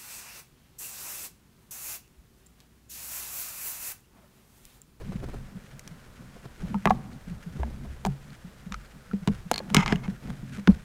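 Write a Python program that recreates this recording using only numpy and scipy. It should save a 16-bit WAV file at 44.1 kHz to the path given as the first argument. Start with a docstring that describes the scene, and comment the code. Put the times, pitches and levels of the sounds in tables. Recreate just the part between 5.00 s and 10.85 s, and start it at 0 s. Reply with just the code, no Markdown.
"""Night steps in low brush, camera in hand

Someone steps slowly through low brush in a quiet forest at night, with the microphone in the hand-held camera.
Steps and shifts of grip thump through its body as low swings that sag in pitch; the hand trembles and rubs.
The plastic case knocks, clicks and rattles in short ringing modes, and hisses under a sliding finger.
Twigs and leaves crackle faintly as coloured random grains over air and hiss; trunks return a dull tail."""
import sys
import numpy as np
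from scipy import signal
from scipy.fft import rfft, irfft, next_fast_len
from scipy.io import wavfile

SR = 44100
rng = np.random.default_rng(int(sys.argv[2]) if len(sys.argv) > 2 else 0)


def to_wav(sig):
    """Store sig (one row per channel, or 1-D mono) as 16-bit WAV at the path in sys.argv[1].

    Samples outside -1..1 are clipped; the rate is SR.
    """
    pcm = np.clip(np.atleast_2d(sig), -1, 1) * 32767
    pcm = np.round(pcm).astype(np.int16)
    wavfile.write(sys.argv[1], SR, pcm.T)  # frames by channels


N = 257929  # samples

# soft blows through the camera body:
# (time of the crest [s], pitch at the crest [Hz], level of the swing [dB], rise [s], fall by 60 dB [s])
THUMPS = [(0.097,190.4,-32,.019,0.084), (0.159,184,-23,0.0065,0.031), (0.564,192,-32,0.015,.055),
          (0.917,168,-37,0.012,0.079), (1.458,144,-31.5,0.0056,0.043), (1.648,175,-25,.022,0.028),
          (1.759,201,-19.5,0.021,0.093), (1.865,183,-16.5,0.0095,0.078), (1.889,195,-18.5,.018,.037),
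          (1.921,203,-21.5,.017,0.051), (2.317,173.6,-30,.025,0.073), (2.472,174,-29.5,0.014,0.09),
          (2.609,66.8,-24.5,0.021,0.45), (2.899,68,-36.5,.06,0.76), (3.073,196,-21,.02,0.086),
          (3.091,143.2,-26,.03,0.21), (3.45,182,-34,0.0085,0.093), (3.672,181,-31,0.012,0.033),
          (3.721,195,-32,.017,0.038), (3.749,50.4,-37.5,0.055,0.37), (4.14,204,-18.5,0.0071,0.14),
          (4.231,175,-31.5,.02,.036), (4.279,180,-12,0.0038,0.047), (4.3,201,-16,.014,.081),
          (4.469,177,-32.5,.02,0.032), (4.519,230,-25.5,0.0045,.05), (4.719,205,-23.5,.018,0.053),
          (4.749,202,-14,0.0029,0.025), (4.772,195,-7.5,0.0052,0.019), (4.779,147,-21,0.0088,0.093),
          (4.794,188,-15,.018,0.07), (4.928,187,-11,.0041,0.023), (4.953,181,-20.5,0.016,0.045),
          (5.088,194,-20,0.0092,0.053), (5.305,197,-27.5,.013,0.033), (5.593,206,-29,.023,0.12),
          (5.677,189,-13,0.0029,0.05), (5.696,198.4,-3,0.015,0.036), (5.726,67.6,-25.5,0.025,0.098)]
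# bands of a hard contact, in the order knock, clack, tick: (low edge [Hz], high edge [Hz])
KNOCK_CLACK_TICK_HZ = [(280, 1400), (1400, 4400), (4400, 15000)]

STILL_TREMOR_DB, STILL_DRONE_DB = -51, -53.5  # gains while the hand rests
QUICK_ATTACK_S = 0.014  # onset of a finger's stroke and of the settling after a blow


def from_db(db):
    """Turns decibels into an amplitude ratio."""
    return 10 ** (np.asarray(db) / 20)


def rms_one(x):
    """Scales a signal to an rms of 1."""
    return x / np.sqrt(np.mean(x ** 2) + 1e-20)


def coloured(x, points):
    """Gives a signal a smooth spectrum that falls away beyond its ends; rms 1."""
    hz, db = np.transpose(points)
    size = next_fast_len(N)
    f = np.maximum(np.arange(size // 2 + 1) * SR / size, 1)
    ends = np.minimum(f / hz[0], 1) ** 2 * np.minimum(hz[-1] / f, 1) ** 2
    curve = from_db(np.interp(np.log(f), np.log(hz), db))
    return rms_one(irfft(rfft(x, size) * ends * curve, size)[:N])


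def drift(rate):
    """Slow chance with a spread of about 1, heading for a new random value `rate` times a second."""
    knots = rng.standard_normal(4000)
    return np.interp(np.arange(N) / SR * rate, np.arange(len(knots)), knots)


def grains(per_s, spread_db):
    """Random tiny slips or snaps of uneven size; rms 1."""
    born = rng.random(N) < per_s / SR
    size = from_db(spread_db * np.minimum(rng.exponential(1, N), 4))
    return rms_one(born * rng.standard_normal(N) * size)


def add(out, s, sound):
    """Mixes a sound in from a given time on."""
    i = int(np.clip(round(s * SR), 0, N - 1))
    out[i:i + len(sound)] += sound[:N - i]


def gestures(rows, attack_s, t60_s):
    """Gain per sample of (start, length, dB) moves: each swells, holds and dies away; powers add."""
    t, power = np.arange(N) / SR, np.zeros(N)
    for s, length, db in rows:
        i = int(np.clip((s - attack_s) * SR, 0, N))
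        j = int(np.clip((s + length + 2 * t60_s) * SR, i, N))
        swell = np.clip(1 + (t[i:j] - s) / attack_s, 0, 1)
        since_release = np.maximum(t[i:j] - s - length, 0)
        power[i:j] += (swell * from_db(db - 60 * since_release / t60_s)) ** 2
    return np.sqrt(power)


def air():
    """Still night air and microphone hiss: steady noise with most of its strength in the mids."""
    # spectrum: (frequency [Hz], level [dB])
    colour = [(150,-22), (300,-3), (500,3.5), (800,-2), (1500,-1), (2200,-7.5), (3700,-11), (8400,-15),
              (15200,-20), (16000,-29)]
    return from_db(-58) * coloured(rng.standard_normal(N), colour)


def grip(attack_s=0.051, t60_s=0.33, settle_db=-24, settle_t60_s=0.22):
    """Gains of tremor and drone: a resting level and shifts of hold; the drone also settles after each blow."""
    # the hand shifts its hold: (start [s], length [s], tremor gain [dB], drone gain [dB])
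    shifts = np.array([(0,0.4,-37.5,-44), (1.204,0.018,-50,-50), (1.621,0.095,-38.5,-40.5),
                       (1.894,0.038,-33.5,-32), (2.091,0.041,-44,-44), (2.285,0.077,-43.5,-46),
                       (2.524,0.17,-43.5,-42.5), (2.725,0.25,-43.5,-48.5), (3.077,0.024,-37,-43),
                       (3.684,0.15,-54,-68), (4.317,0.068,-35,-45), (4.55,0.25,-49.5,-39),
                       (4.753,0.21,-36,-36), (5.03,0.095,-44,-41), (5.255,0.063,-39.5,-39),
                       (5.393,0.045,-46,-47), (5.54,0.033,-45,-45), (5.703,0.028,-32.5,-58)])
    after_blows = [(s, 0, db + settle_db) for s, _, db, _, _ in THUMPS]
    settling = gestures(after_blows, QUICK_ATTACK_S, settle_t60_s)
    tremor = np.hypot(gestures(shifts[:, [0, 1, 2]], attack_s, t60_s), from_db(STILL_TREMOR_DB))
    drone = np.hypot(gestures(shifts[:, [0, 1, 3]], attack_s, t60_s), from_db(STILL_DRONE_DB))
    return tremor, np.hypot(drone, settling)


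def hand(tremor, drone, tremor_db=-2, drone_db=-1, waver_db=5.0, friction_db=-12, catch_db=3):
    """The grip trembles and keeps the body droning; the skin rubs in uneven catches and now and then scuffs."""
    # spectra of tremor, body drone and rubbing skin: (frequency [Hz], level [dB])
    tremor_colour = [(15, -0.5), (30, -2), (45, -2), (65, -4), (90, -8.5), (130, -5), (250, -64)]
    drone_colour = [(60, -30), (100, -17), (140, 2), (165, -8), (192, -2), (230, -5.5), (300, -19),
                    (500, -39)]
    friction_colour = [(150, -7.5), (330, 0.5), (500, -4), (800, -9), (1200, -15), (2500, -26), (6000, -33),
                       (14000, -42)]
    # scuffs of the palm: (time of the crest [s], gain [dB])
    scuff_rows = [(0.018,-46.5), (0.128,-42), (0.24,-39), (0.29,-42.5), (0.343,-41), (1.368,-51),
                  (1.455,-41), (1.62,-54), (2.6,-44), (2.715,-51), (2.856,-46.5), (5.588,-45)]
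    half_width_s = 0.0068
    shake = from_db(tremor_db) * tremor * coloured(rng.standard_normal(N), tremor_colour)
    waver = from_db(drone_db + waver_db * drift(25))
    body = waver * drone * coloured(rng.standard_normal(N), drone_colour)
    t = np.arange(N) / SR
    scuffs = sum(from_db(db) * np.exp(-((t - s) / half_width_s) ** 2 / 2) for s, db in scuff_rows)
    rubbing = from_db(friction_db + catch_db * drift(76)) * drone + scuffs
    return shake + body + rubbing * coloured(grains(per_s=5000, spread_db=2.0), friction_colour)


def brush(tremor, stir_db=-63.5, stir_follows=0.23, clump_db=4.0):
    """Leaves and twigs brush past in clumps of fine crackle, stirring even at rest and more as the hand trembles."""
    # sleeve and brush sweep past: (start [s], length [s], gain [dB])
    sweeps = [(0,0.5,-69), (5.25,0.052,-55), (5.45,0.027,-54.5), (5.545,0.043,-50), (5.8,0.035,-63)]
    # spectrum of the leaves: (frequency [Hz], level [dB])
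    leaf_colour = [(700, -21), (1400, 13), (2400, 7.5), (4500, -1.5), (6700, -3), (9000, -7), (12000, -11),
                   (16000, -37)]
    # stir_follows is the share of the tremor's swing in dB that the leaves take up
    stir = from_db(stir_db) * (tremor / from_db(STILL_TREMOR_DB)) ** stir_follows
    level = np.hypot(stir, gestures(sweeps, attack_s=.04, t60_s=0.2))
    clumps = from_db(clump_db * drift(60))
    return level * clumps * coloured(grains(per_s=2500, spread_db=1.5), leaf_colour)


def thumps(sag=0.035, sag_s=0.0047, overtone=2.4, overtone_db=-26):
    """A soft push swells the body's low swing and rocks the camera; the pitch sags as the hand gives and damps it."""
    rock_hz, rock_db, rock_t60_s = 66.9, -18, .13  # the whole camera in the hand; dB against the blow
    out = np.zeros(N)
    for s, hz, db, rise, t60 in THUMPS:
        t = np.arange(-int(rise * SR), int((max(t60, rock_t60_s) + rise) * SR)) / SR
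        swell = np.cos(np.pi * np.minimum(t, 0) / rise / 2) ** 2
        fall_s = np.hypot(np.maximum(t, 0), rise / 2) - rise / 2  # a rounded crest, then a steady fall
        envelope = swell * from_db(-60 * fall_s / t60)
        angle = 2 * np.pi * np.cumsum(hz * (1 - sag * np.tanh(t / sag_s))) / SR
        swing = envelope * np.sin(angle)
        swing = swing + from_db(overtone_db) * envelope ** 2 * np.sin(overtone * angle)
        rock_envelope = swell * from_db(rock_db - 60 * fall_s / rock_t60_s)
        rock = rock_envelope * np.sin(2 * np.pi * rock_hz * (t - t[0]))
        add(out, s + t[0], from_db(db) * (swing + rock))
    return out


def case(x):
    """The plastic case lifts, or slightly dips, whatever excites it at each of its resonances."""
    # resonances: (frequency [Hz], width [Hz], lift [dB])
    resonances = [(413, 32, 13.5), (703, 110, 8.5), (868, 36, 8), (1096, 39, 6), (1260, 20, -1),
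                  (1670, 61, 6), (2030, 210, 3.5), (2380, 61, 4.5), (2990, 240, 3), (4480, 470, -1),
                  (5560, 520, 1), (6800, 700, 4), (8600, 420, 2)]
    for hz, width_hz, lift_db in resonances:
        b, a = signal.iirpeak(hz, hz / width_hz, fs=SR)
        x = x + (from_db(lift_db) - 1) * signal.lfilter(b, a, x)
    return x


def strikes(rows, chatter=0.16, chatter_t60=0.015, soft_hz=4500, ring_rise_s=0.0008, partner=1.077, partner_db=-8):
    """Each strike snaps and chatters into the case, rings two close modes of the part and wakes the case's hollow."""
    out, t = np.zeros(N), np.arange(SR // 8) / SR
    bands = [signal.butter(2, edges, "band", fs=SR, output="sos") for edges in KNOCK_CLACK_TICK_HZ]
    span = .005 * SR  # a band's level is its rms over 5 ms
    hollow_hz, hollow_db, hollow_t60_s = 412.6, -2, .04  # dB against the knock
    hollow = from_db(hollow_db - 60 * t / hollow_t60_s) * np.sin(2 * np.pi * hollow_hz * t)
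    ring_rise = 1 - np.exp(-t / ring_rise_s)
    for s, hz, ring_db, t60, *band_db in rows:
        force = chatter * rng.standard_normal(len(t)) * from_db(-60 * t / chatter_t60)
        force[0] += 1  # the snap
        shell = case(signal.lfilter(*signal.butter(1, soft_hz, fs=SR), force))
        modes = np.sin(2 * np.pi * hz * t) + from_db(partner_db) * np.sin(2 * np.pi * hz * partner * t)
        ring = from_db(ring_db - 60 * t / t60) * modes
        sound = (ring + from_db(band_db[0]) * hollow) * ring_rise
        for k, (band, db) in enumerate(zip(bands, band_db)):
            part = signal.sosfilt(band, shell)
            sound = sound + (-1) ** k * from_db(db) * part * np.sqrt(span / np.sum(part ** 2))
        add(out, s, sound)
    return out


def contacts():
    """Hard contacts strike the case, each with its own ring and share of knock, clack and tick."""
    # (time [s], ring pitch [Hz], ring level [dB], ring fall by 60 dB [s], knock [dB], clack [dB], tick [dB])
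    contact_rows = [(0.7943,2030,-28.5,0.006,-67,-70,-44), (0.8766,5900,-24,0.0045,-55,-50.5,-48),
                    (1.7438,900,-26.5,0.063,-37.5,-69,-58), (1.7445,1280,-33.5,0.047,-53,-66,-62),
                    (1.8559,1030,-13,.01,-17.5,-33,-38), (1.862,1055,-30,.013,-23.5,-46,-59),
                    (1.873,1150,-18,0.047,-17.5,-63,-48), (1.898,850,-30,.018,-54,-44,-54),
                    (1.906,761,-6,0.044,-33,-41.5,-49), (1.9085,1115,-16.5,0.036,-23.5,-60,-58),
                    (2.6328,900,-25.5,0.017,-31.5,-52,-66), (3.051,826,-10,0.0094,-38,-35,-40.5),
                    (3.0529,389,-30.5,0.14,-41,-62,-64), (3.062,930,-19,0.014,-56,-64,-42),
                    (3.068,767,-25.5,0.046,-34.5,-54,-46), (3.7227,1220,-25,.01,-72,-37,-53),
                    (3.743,1290,-22.5,0.023,-70,-41,-56), (4.113,1370,-31,0.03,-58,-62,-71),
                    (4.134,400,-29,0.038,-42,-56,-72), (4.275,930,-24.5,0.034,-30,-33.5,-42.5),
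                    (4.284,370,-22.5,0.022,-32.5,-42,-65), (4.5144,840,-23,.016,-17.5,-33.5,-27.5),
                    (4.516,500,-19,0.025,-26,-53,-57), (4.603,533,-24,0.02,-36,-65,-68),
                    (4.702,716,-30,.011,-42.5,-47,-54), (4.746,2140,-8,0.014,-24,-23,-19.5),
                    (4.7467,1120,-8,0.016,-26,-36,-44), (4.7671,2140,1,0.0081,-23,-17.5,-32),
                    (4.8612,1120,-19.5,0.014,-47,-28.5,-54), (4.879,2100,-18,.012,-38,-29.5,-50),
                    (4.924,693,-23,0.059,-24,-28,-52), (4.9581,2880,-24,.012,-42,-52,-51),
                    (5.0797,1410,-45,.014,-41,-50,-73), (5.303,1280,-42,0.015,-42,-51,-57),
                    (5.6742,1466,-10,0.011,-32,-27.5,-68), (5.677,312,-13.5,0.043,-26,-47,-50)]
    return strikes(contact_rows)


def rattles(ring_hz=4330, ring_t60_s=0.013):
    """A small loose part rattles against the case in a quick burst near 4.55 s, and a few faint ticks sound at
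    other moments; all share the same high, short ring."""
    # (time [s], ring level [dB])
    rattle_rows = [(2.131,-42), (3.304,-42), (3.8595,-46), (4.5335,-27), (4.5409,-16.5), (4.5595,-19),
                   (4.5796,-15), (4.5904,-25), (5.04,-40), (5.718,-40)]
    # knock, clack and tick [dB against the ring]
    band_db = [-23, -21, -24.5]
    return strikes([(s, ring_hz, db, ring_t60_s, *np.add(db, band_db)) for s, db in rattle_rows])


def forest(x, echo_db=-27, t60=1.0, dull_hz=2500):
    """Trunks scatter back a faint, dull tail: band-limited noise that swells in briefly and dies away."""
    t = np.arange(int(.8 * SR)) / SR
    scatter = rng.standard_normal(len(t)) * from_db(-60 * t / t60) * np.minimum(t / 0.021, 1)
    band = signal.butter(2, [600, dull_hz], "band", fs=SR, output="sos")
    tail = signal.sosfilt(band, scatter / np.linalg.norm(scatter))
    return from_db(echo_db) * signal.fftconvolve(x, tail)[:N]


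def slide(ring_db=-2, hiss_db=-5):
    """Dense little slips of skin on plastic hiss and keep a panel ringing."""
    # strokes of a finger on the case: (start [s], length [s], gain [dB])
    strokes = [(3.727,.018,-50), (4.53,.06,-51.5), (4.751,0.061,-28), (4.831,0.0034,-30),
               (4.868,0.022,-35.5), (4.9,0.031,-34), (4.95,0.043,-53.5), (5.04,0.021,-46)]
    # spectrum of the hiss: (frequency [Hz], level [dB])
    hiss_colour = [(350, -32), (560, 0), (900, 7), (1600, 3.5), (2300, 4), (3200, -2.5), (4500, -11),
                   (6800, -34), (8000, -19), (16000, -42)]
    # resonances of the panel: (frequency [Hz], width [Hz], relative level [dB])
    panel = [(900, 180, -3), (1026, 24, -1), (1226, 100, -4.5), (1660, 34, -10), (2030, 48, -3),
             (2190, 67, 2.5), (2550, 42, -9), (3200, 150, -7.5), (5100, 120, -14), (6700, 1400, -22)]
    level = gestures(strokes, QUICK_ATTACK_S, t60_s=0.041)
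    slips = grains(per_s=6000, spread_db=1.0)
    ringing = np.zeros(N)
    for k, (hz, width_hz, db) in enumerate(panel):
        b, a = signal.iirpeak(hz, hz / width_hz, fs=SR)
        ringing += (-1) ** k * from_db(db) * signal.lfilter(b, a, slips)
    hiss = from_db(hiss_db) * coloured(slips, hiss_colour)
    return level * (from_db(ring_db) * rms_one(ringing) + hiss)


def scene():
    """Everything sounds at or near the one microphone; only the plastic sounds are echoed by the forest."""
    tremor, drone = grip()
    plastic = contacts() + rattles() + slide()
    handling = hand(tremor, drone) + thumps() + plastic
    surroundings = air() + brush(tremor) + forest(plastic)
    return (handling + surroundings)[None]


def record(dry, ceiling=1.0, cutoff_hz=16300):
    """The highest peaks are rounded and the top of the spectrum is cut."""
    held = dry / (1 + (dry / ceiling) ** 4) ** (1 / 4)
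    return signal.sosfilt(signal.ellip(10, .2, 80, cutoff_hz, fs=SR, output="sos"), held)


dry = scene()
out = record(dry)
to_wav(out)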